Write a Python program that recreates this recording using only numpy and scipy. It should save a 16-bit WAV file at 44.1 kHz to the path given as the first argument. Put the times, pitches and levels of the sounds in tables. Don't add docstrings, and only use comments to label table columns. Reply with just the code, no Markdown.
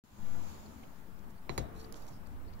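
import sys
import numpy as np
from scipy import signal
from scipy.fft import rfft, irfft
from scipy.io import wavfile
from scipy.ndimage import uniform_filter1d

SR = 44100
rng = np.random.default_rng(int(sys.argv[2]) if len(sys.argv) > 2 else 0)


def gain_from_db(level_db):
    decades = np.asarray(level_db, float) / 20
    return 10 ** decades


def transcribe(u):
    v = np.clip(np.atleast_2d(u).T, -1, 1)
    q = np.round(v * 32767).astype(np.int16)
    wavfile.write(sys.argv[1], SR, q)


N = 114660


def evened(x):
    return x / np.sqrt(np.mean(x ** 2, axis=-1, keepdims=True) + 1e-20)


def read(points, hz):
    f, value = np.transpose(points)
    return np.interp(np.log(hz + 1), np.log(f + 1), value)


def follow(points):
    return gain_from_db(np.interp(np.arange(N) / SR, *np.transpose(points)))


def lowpassed(x, order, cutoff_hz):
    return signal.lfilter(*signal.butter(order, cutoff_hz, fs=SR), x)


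LEFT_LAG_S = 0.00052


def add(mix, start_s, sound, pan_db):
    for row, lag_s, gain_db in zip(mix, (LEFT_LAG_S, 0), (pan_db / 2, -pan_db / 2)):
        part = row[round((start_s + lag_s) * SR):][:len(sound)]
        part += gain_from_db(gain_db) * sound[:len(part)]


def wash(left, right, same, patchy_db, size=1024):
    frames = 4 * N // size + 5
    hz = np.fft.rfftfreq(size, 1 / SR)
    a, b, c, d, patches = rng.standard_normal((frames, len(hz), 5)).T
    patches = uniform_filter1d(patches, size=size // 100, axis=0)
    patches = uniform_filter1d(patches, size=10240 // size, axis=1)
    like = np.clip(read(same, hz), -1, 1)[:, None]
    first = a + 1j * b
    second = like * first + np.sqrt(1 - like ** 2) * (c + 1j * d)
    colour_db = np.array([left(hz), right(hz)])[..., None]
    z = np.array([first, second]) * gain_from_db(colour_db + patchy_db * patches / patches.std())
    return signal.istft(z, nperseg=size, noverlap=3 * size // 4)[1][:, :N]


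SPOUT_HZ = [1080, 2050, 2250, 2650, 3320, 4040, 4200, 4740, 6600, 9600, 10100, 13400]
# knock1_db, knock2_db, t60_s, left_right_db
SPOUT_MODES = [(3.5, -5, 0.012, -12.5), (-14.5, -18.5, 0.1, -8), (0.5, -2, 0.0092, -13.5),
               (-18, -16, 0.011, -9), (-27, -21, 0.037, 12), (-10, -15, 0.056, -18), (-14, -13, 0.041, -1),
               (-32, -8, .03, 4), (-8, -6.5, 0.062, -7), (-19, -16, 0.024, 0), (-22, -5.5, .007, -9.5),
               (-24, -10, 0.015, -7)]
STRIKE_GAIN, STRIKE_S = 1.11, 0.0011


def spout(steel, k, start_s, level_db, cut_hz, t):
    strike = 1 + STRIKE_GAIN * np.exp(-t / STRIKE_S)
    for hz, (*db, t60_s, pan_db) in zip(SPOUT_HZ, SPOUT_MODES):
        ring = strike * gain_from_db(level_db + db[k] - 60 * t / t60_s) * np.sin(2 * np.pi * hz * t) / 2
        add(steel, start_s, lowpassed(ring, 3, cut_hz), pan_db)


# pitch_hz, knock1_db, knock2_db, t60_s, left_right_db
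TRAY_MODES = [(57.6, -2, 1.5, 0.32, 25), (99.7, -13, 5, 0.29, 13.5), (138.4, 2, 2.5, 0.23, 20.5),
              (339.5, -4, -9.5, 0.19, 21), (387, 11, 6.5, 0.051, 7.5), (692, -18, -16, 1, 13.5),
              (484, 2.5, -2, 0.066, -7), (558, -13, 5.5, 0.043, 12.5), (763, -5, -3, 0.15, 10.5),
              (912, -21, 9.5, 0.028, -15.5), (1150, -21, 8, 0.02, 15)]
TRAY_RISE_S = 0.0058


def tray(out, k, start_s, boom_db, t):
    for hz, *db, t60_s, pan_db in TRAY_MODES:
        rise = 1 - np.exp(-t * hz / (100 * TRAY_RISE_S))
        tone = np.sin(2 * np.pi * (hz * t + rng.random()))
        add(out, start_s, rise * gain_from_db(boom_db + db[k] - 60 * t / t60_s) * tone, pan_db)


RATTLE_DB, RATTLE_HZ, RATTLE_T60_S = -20.5, 6000, 0.17
THUD_DB, THUD_HZ, THUD_T60_S, THUD_RISE_S = -4, 530, 0.44, 0.0017


def rattle_and_thud(out, start_s, level_db, cut_hz, boom_db, t):
    for side_db in (-12, 12):
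        air = lowpassed(rng.standard_normal(len(t)), 2, RATTLE_HZ)
        rattle = air * gain_from_db(level_db + RATTLE_DB - 60 * t / RATTLE_T60_S)
        add(out, start_s, lowpassed(rattle, 3, cut_hz), side_db - 4)
        thud = evened(lowpassed(rng.standard_normal(len(t)), 2, THUD_HZ))
        thud *= np.minimum(t / THUD_RISE_S, 1) * gain_from_db(boom_db + THUD_DB - 60 * t / THUD_T60_S)
        add(out, start_s, thud, side_db + 3)


CRACK_DB, CRACK_S = -23, 0.00046


def crack(out, start_s, level_db, cut_hz, t):
    noise = rng.standard_normal(len(t)) * gain_from_db(level_db + CRACK_DB) * np.exp(-t / CRACK_S)
    add(out, start_s, lowpassed(noise, 3, cut_hz), -8)


ECHO_DB, ECHO_S = -11, 0.006


def cage(x):
    taps = np.zeros((2, 700))
    at = np.arange(40, 680, 40) + rng.integers(0, 40, (2, 16))
    echoes = rng.choice([-1., 1.], at.shape) * gain_from_db(ECHO_DB) * np.exp(-at / SR / ECHO_S)
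    np.put_along_axis(taps, at, echoes, 1)
    return x + signal.oaconvolve(x, taps, axes=1)[:, :N]


# start_s, level_db, contact_cutoff_hz, tray_boom_db
KNOCKS = [
    (1.4943, -33, 5090, -46),
    (1.5786, -29, 16700, -42),
]


def knocks():
    steel, out = np.zeros((2, N)), np.zeros((2, N))
    t = np.arange(SR // 2) / SR
    for k, (start_s, level_db, contact_hz, boom_db) in enumerate(KNOCKS):
        cut_hz = min(contact_hz, 16000)
        spout(steel, k, start_s, level_db, cut_hz, t)
        tray(out, k, start_s, boom_db, t)
        rattle_and_thud(out, start_s, level_db, cut_hz, boom_db, t)
        crack(out, start_s, level_db, cut_hz, t)
    return out + cage(steel)


def bursts(rows, spread, width_hz, grit_db):
    out = np.zeros((2, N))
    t, f = np.arange(8192) / SR, np.fft.rfftfreq(8192, 1 / SR)
    for start_s, level_db, hz, length_s, pan_db in rows:
        grit = gain_from_db(grit_db * np.repeat(rng.exponential(1, 512), 16))
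        band = np.exp(-0.5 * ((f - hz) / (spread * hz + width_hz)) ** 2)
        air = irfft(rfft(rng.standard_normal(8192)) * band)
        shape = np.sin(np.pi * np.clip(t / (1.4 * length_s), 0, 1) ** 0.6)
        add(out, start_s, gain_from_db(level_db) * evened(air) * grit * shape, pan_db)
    return out


TICK_S = [.831, .8325, .985, 1.19, 1.295, 1.437, 1.5, 1.74, 1.795, 1.812, 1.842, 1.899, 1.9241, 1.93, 1.936,
          1.942, 1.956, 1.998, 2.021, 2.047, 2.065, 2.076, 2.088, 2.11, 2.27, 2.535, 2.591]
# level_db, centre_hz, length_s, left_right_db
TICKS = [(-62, 8700, .004, 4), (-65, 4700, 0.0064, 0), (-64, 4700, .004, 0), (-61.5, 5500, 0.0045, -6),
         (-65, 8050, .017, -15), (-70, 7300, .004, 2), (-58.5, 7200, 0.081, -4), (-60, 8100, 0.13, -8),
         (-55.5, 6100, .012, -9), (-52.5, 7000, 0.0047, -8), (-58, 5200, 0.0063, 10),
         (-63, 10200, 0.0017, -8), (-43, 8500, 0.0021, -18), (-64.5, 6900, 0.14, -18),
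         (-55, 10700, 0.00072, -24), (-49, 5100, 0.0028, -18), (-52.5, 7300, .022, -9.5),
         (-56, 11000, .003, -6), (-55, 9500, 0.0033, -10), (-60, 5700, .002, -3), (-51, 6900, 0.0035, -1),
         (-54, 6900, 0.017, -12), (-66, 7300, 0.072, -17), (-61, 5300, 0.0028, -4), (-56, 8600, 0.0043, -9),
         (-58.5, 5200, 0.0042, 10), (-58, 8600, 0.004, -1)]


def tongue():
    rows = [(start_s, *row) for start_s, row in zip(TICK_S, TICKS)]
    return bursts(rows, spread=0.45, width_hz=0, grit_db=0.5)


# start_s, level_db, ring_hz, length_s, left_right_db
BALL = [(0.657, -64, 4540, 0.011, 11), (1.373, -71, 4570, 0.017, -1), (1.6, -73, 3780, 0.086, -18),
        (1.755, -69, 4070, 0.025, -14), (1.78, -62.5, 4350, 0.018, -5), (1.8, -60, 4530, 0.028, -5),
        (1.84, -59, 4600, 0.011, 7), (2.017, -70, 4700, 0.017, 11), (0.8344, -56.5, 2900, 0.0076, 3.5),
        (0.829, -61, 2400, 0.0094, -6), (2.12, -71, 5000, 0.06, -14), (2.258, -68, 4600, .015, 5),
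        (2.475, -70, 4500, 0.02, 10), (2.522, -66, 4550, 0.026, 1)]


def ball():
    return bursts(BALL, spread=0, width_hz=240, grit_db=1.)


# pitch_hz, gain_db
NEAR_LEFT = [(2000, 0.5), (5000, -3), (7000, -15), (9000, -9), (16000, -11)]
NEAR_RIGHT = [(2000, -6.5), (6000, -6.5), (7400, -9.5), (8700, -22.5), (11500, -3), (13500, -10),
              (16000, -19)]


def licking():
    hz = np.fft.rfftfreq(N, 1 / SR)
    colour = gain_from_db(np.array([read(NEAR_LEFT, hz), read(NEAR_RIGHT, hz)]))
    return irfft(rfft(tongue() + ball()) * colour, N)


# time_s, level_db
SLEEVE_MOVE = [(.08, -5.5), (.22, -5.5), (.35, -3), (.5, 0.5), (.62, -4.5), (.8, -8), (1, -14), (1.2, -44)]
# pitch_hz, density_db_per_hz
SLEEVE_LEFT = [(300, -23.5), (900, 0.5), (2000, -14.5), (4500, -14.5), (7000, -19.5), (8500, -23),
               (12000, -20.5), (16000, -20)]
SLEEVE_RIGHT = [(300, -28), (900, -12), (2000, -8), (5800, -9), (7100, -0.5), (8200, -25), (11500, -13.5),
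                (16000, -24)]
SLEEVE_DB = [-56.5, -59]


def sleeve():
    x = wash(lambda hz: read(SLEEVE_LEFT, hz), lambda hz: read(SLEEVE_RIGHT, hz),
             [(100, 0), (200, 0)], patchy_db=1.5)
    return gain_from_db(np.c_[SLEEVE_DB]) * evened(x) * follow(SLEEVE_MOVE)


PUSH_DB = [-26, -44]
SWAY_DB = [-52, -49]
SAG_DB = [-49, -66]
PUSH_S, PUSH_LENGTH_S, SWAY_HZ = 0.19, 0.37, 3.5


def hand():
    u = np.clip((np.arange(N) / SR - PUSH_S) / PUSH_LENGTH_S, 0, 1)
    push = gain_from_db(np.c_[PUSH_DB]) * np.sin(np.pi * u ** 0.66) ** 1.2
    drift = signal.lfilter([1], [1, -0.9998], rng.standard_normal((2, N)))
    slow = lowpassed(drift, 3, SWAY_HZ)
    sway = gain_from_db(np.c_[SWAY_DB]) * evened(slow - slow.mean(1, keepdims=True))
    return push + (sway - gain_from_db(np.c_[SAG_DB])) * np.minimum(10 * u, 1)


# start_s, level_db, pitch_hz, length_s, left_right_db
DRONES = [(.12, -52.5, 86, .55, 5), (.08, -58.5, 213, 1, 7.5), (0.11, -55, 210, 0.2, 8),
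          (0.61, -60.5, 264.4, 0.38, 11.5), (.6, -62.5, 73, 0.28, 6), (.95, -64, 200, 0.48, 6),
          (1.65, -53, 67, 0.337, -3), (1.658, -57, 444, 0.32, 9.5), (2.15, -52, 84, 0.71, 1.5),
          (2.199, -54, 57, 0.4, 4), (2.2, -61.5, 274, 0.36, 10.5), (2.15, -62, 246, 0.28, 13),
          (0.213, -77, 520, 0.47, 0), (2.116, -72, 1000, 0.56, -9)]


def drones():
    out = np.zeros((2, N))
    for start_s, level_db, hz, length_s, pan_db in DRONES:
        t = np.arange(0, length_s, 1 / SR)
        wander = rng.standard_normal((2, 40))
        pitch, size = np.array([np.interp(t, np.arange(40) / 25, row) for row in wander])
        tone = np.sin(2 * np.pi * np.cumsum(hz * (1 + 0.02 * pitch)) / SR)
        swell = np.sin(np.pi * t / length_s) ** 0.93
        add(out, start_s, gain_from_db(level_db + 0.83 * size) * tone * swell, pan_db)
    return out


# pitch_hz, density_db_per_hz
ROOM = [(24, 3.5), (40, -7.5), (73, -4.5), (190, -7.5), (231, -8.5), (269, -11), (412, -14), (1170, -16),
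        (4000, -31.5), (5200, -41), (8800, -120)]
# pitch_hz, width_hz, gain_db
HUMS = [(71.8, 8.2, 3), (199, 2.2, 4), (278.4, 13.6, 2.5), (880, 21, 4.5), (1520, 214, 2)]
# pitch_hz, likeness
ROOM_SAME = [(60, 0.25), (180, 0.94), (550, 0.093), (1650, -0.15), (4970, 0.5), (15000, 0.01)]
# pitch_hz, left_right_db
ROOM_PAN = [(60, 0), (180, 11.5), (550, 0), (1650, 2.5), (4970, -10.5), (15000, 8)]
# time_s, level_db
ROOM_SWELL = [(0, -0.5), (.12, 0), (.2, 3), (.35, 8), (.6, 3.5), (.78, 2.5), (1, 2), (1.4, 2), (1.7, 7),
              (1.95, 6), (2.2, 3.5), (2.6, 4.5)]
ROOM_DB = -55


def room():
    def colour(hz):
        tones = sum(db / (1 + ((hz - f) / w) ** 2) for f, w, db in HUMS)
        return read(ROOM, hz) - hz / 400 + tones
    x = wash(lambda hz: colour(hz) + read(ROOM_PAN, hz) / 2,
             lambda hz: colour(hz) - read(ROOM_PAN, hz) / 2, ROOM_SAME, patchy_db=1.5, size=4096)
    return gain_from_db(ROOM_DB) * follow(ROOM_SWELL) * x / x.std()


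# pitch_hz, density_db_per_hz
HISS_LEFT = [(500, -22), (2000, 13.5), (6000, 8), (9000, 9.5), (12000, 12), (16000, 17)]
HISS_RIGHT = [(500, 1.5), (2000, -11.5), (5000, 1.5), (7400, -2.5), (8600, -6), (11000, 0.5), (13000, -0.5),
              (16000, 1.5)]
HISS_DB = [-64.5, -68]


def hiss():
    x = wash(lambda hz: read(HISS_LEFT, hz), lambda hz: read(HISS_RIGHT, hz),
             [(100, 0.0089), (200, 0.0)], patchy_db=-1.5)
    return gain_from_db(np.c_[HISS_DB]) * evened(x)


def scene():
    edge = signal.firwin(1023, 15780, fs=SR)[None]
    steady = sleeve() + hand() + drones() + room() + hiss()
    return knocks() + licking() + signal.oaconvolve(steady, edge, "same")


def roll_off(x):
    return signal.sosfilt(signal.butter(12, 16490, fs=SR, output="sos"), x)


OPEN_S, OPEN_FROM_DB, OPEN_TAKES_S = 0.0385, -8.5, 0.19
POP_DB, POP_HZ, POP_T60_S = -56, 210, 0.041


def record(dry):
    t = np.arange(N) / SR - OPEN_S
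    opening = (t > 0) * gain_from_db(OPEN_FROM_DB * np.clip(1 - t / OPEN_TAKES_S, 0, 1))
    pop = (t > 0) * gain_from_db(POP_DB - 60 * abs(t) / POP_T60_S) * np.sin(2 * np.pi * POP_HZ * t)
    return roll_off(dry * opening + pop)


dry = scene()
out = record(dry)
transcribe(out)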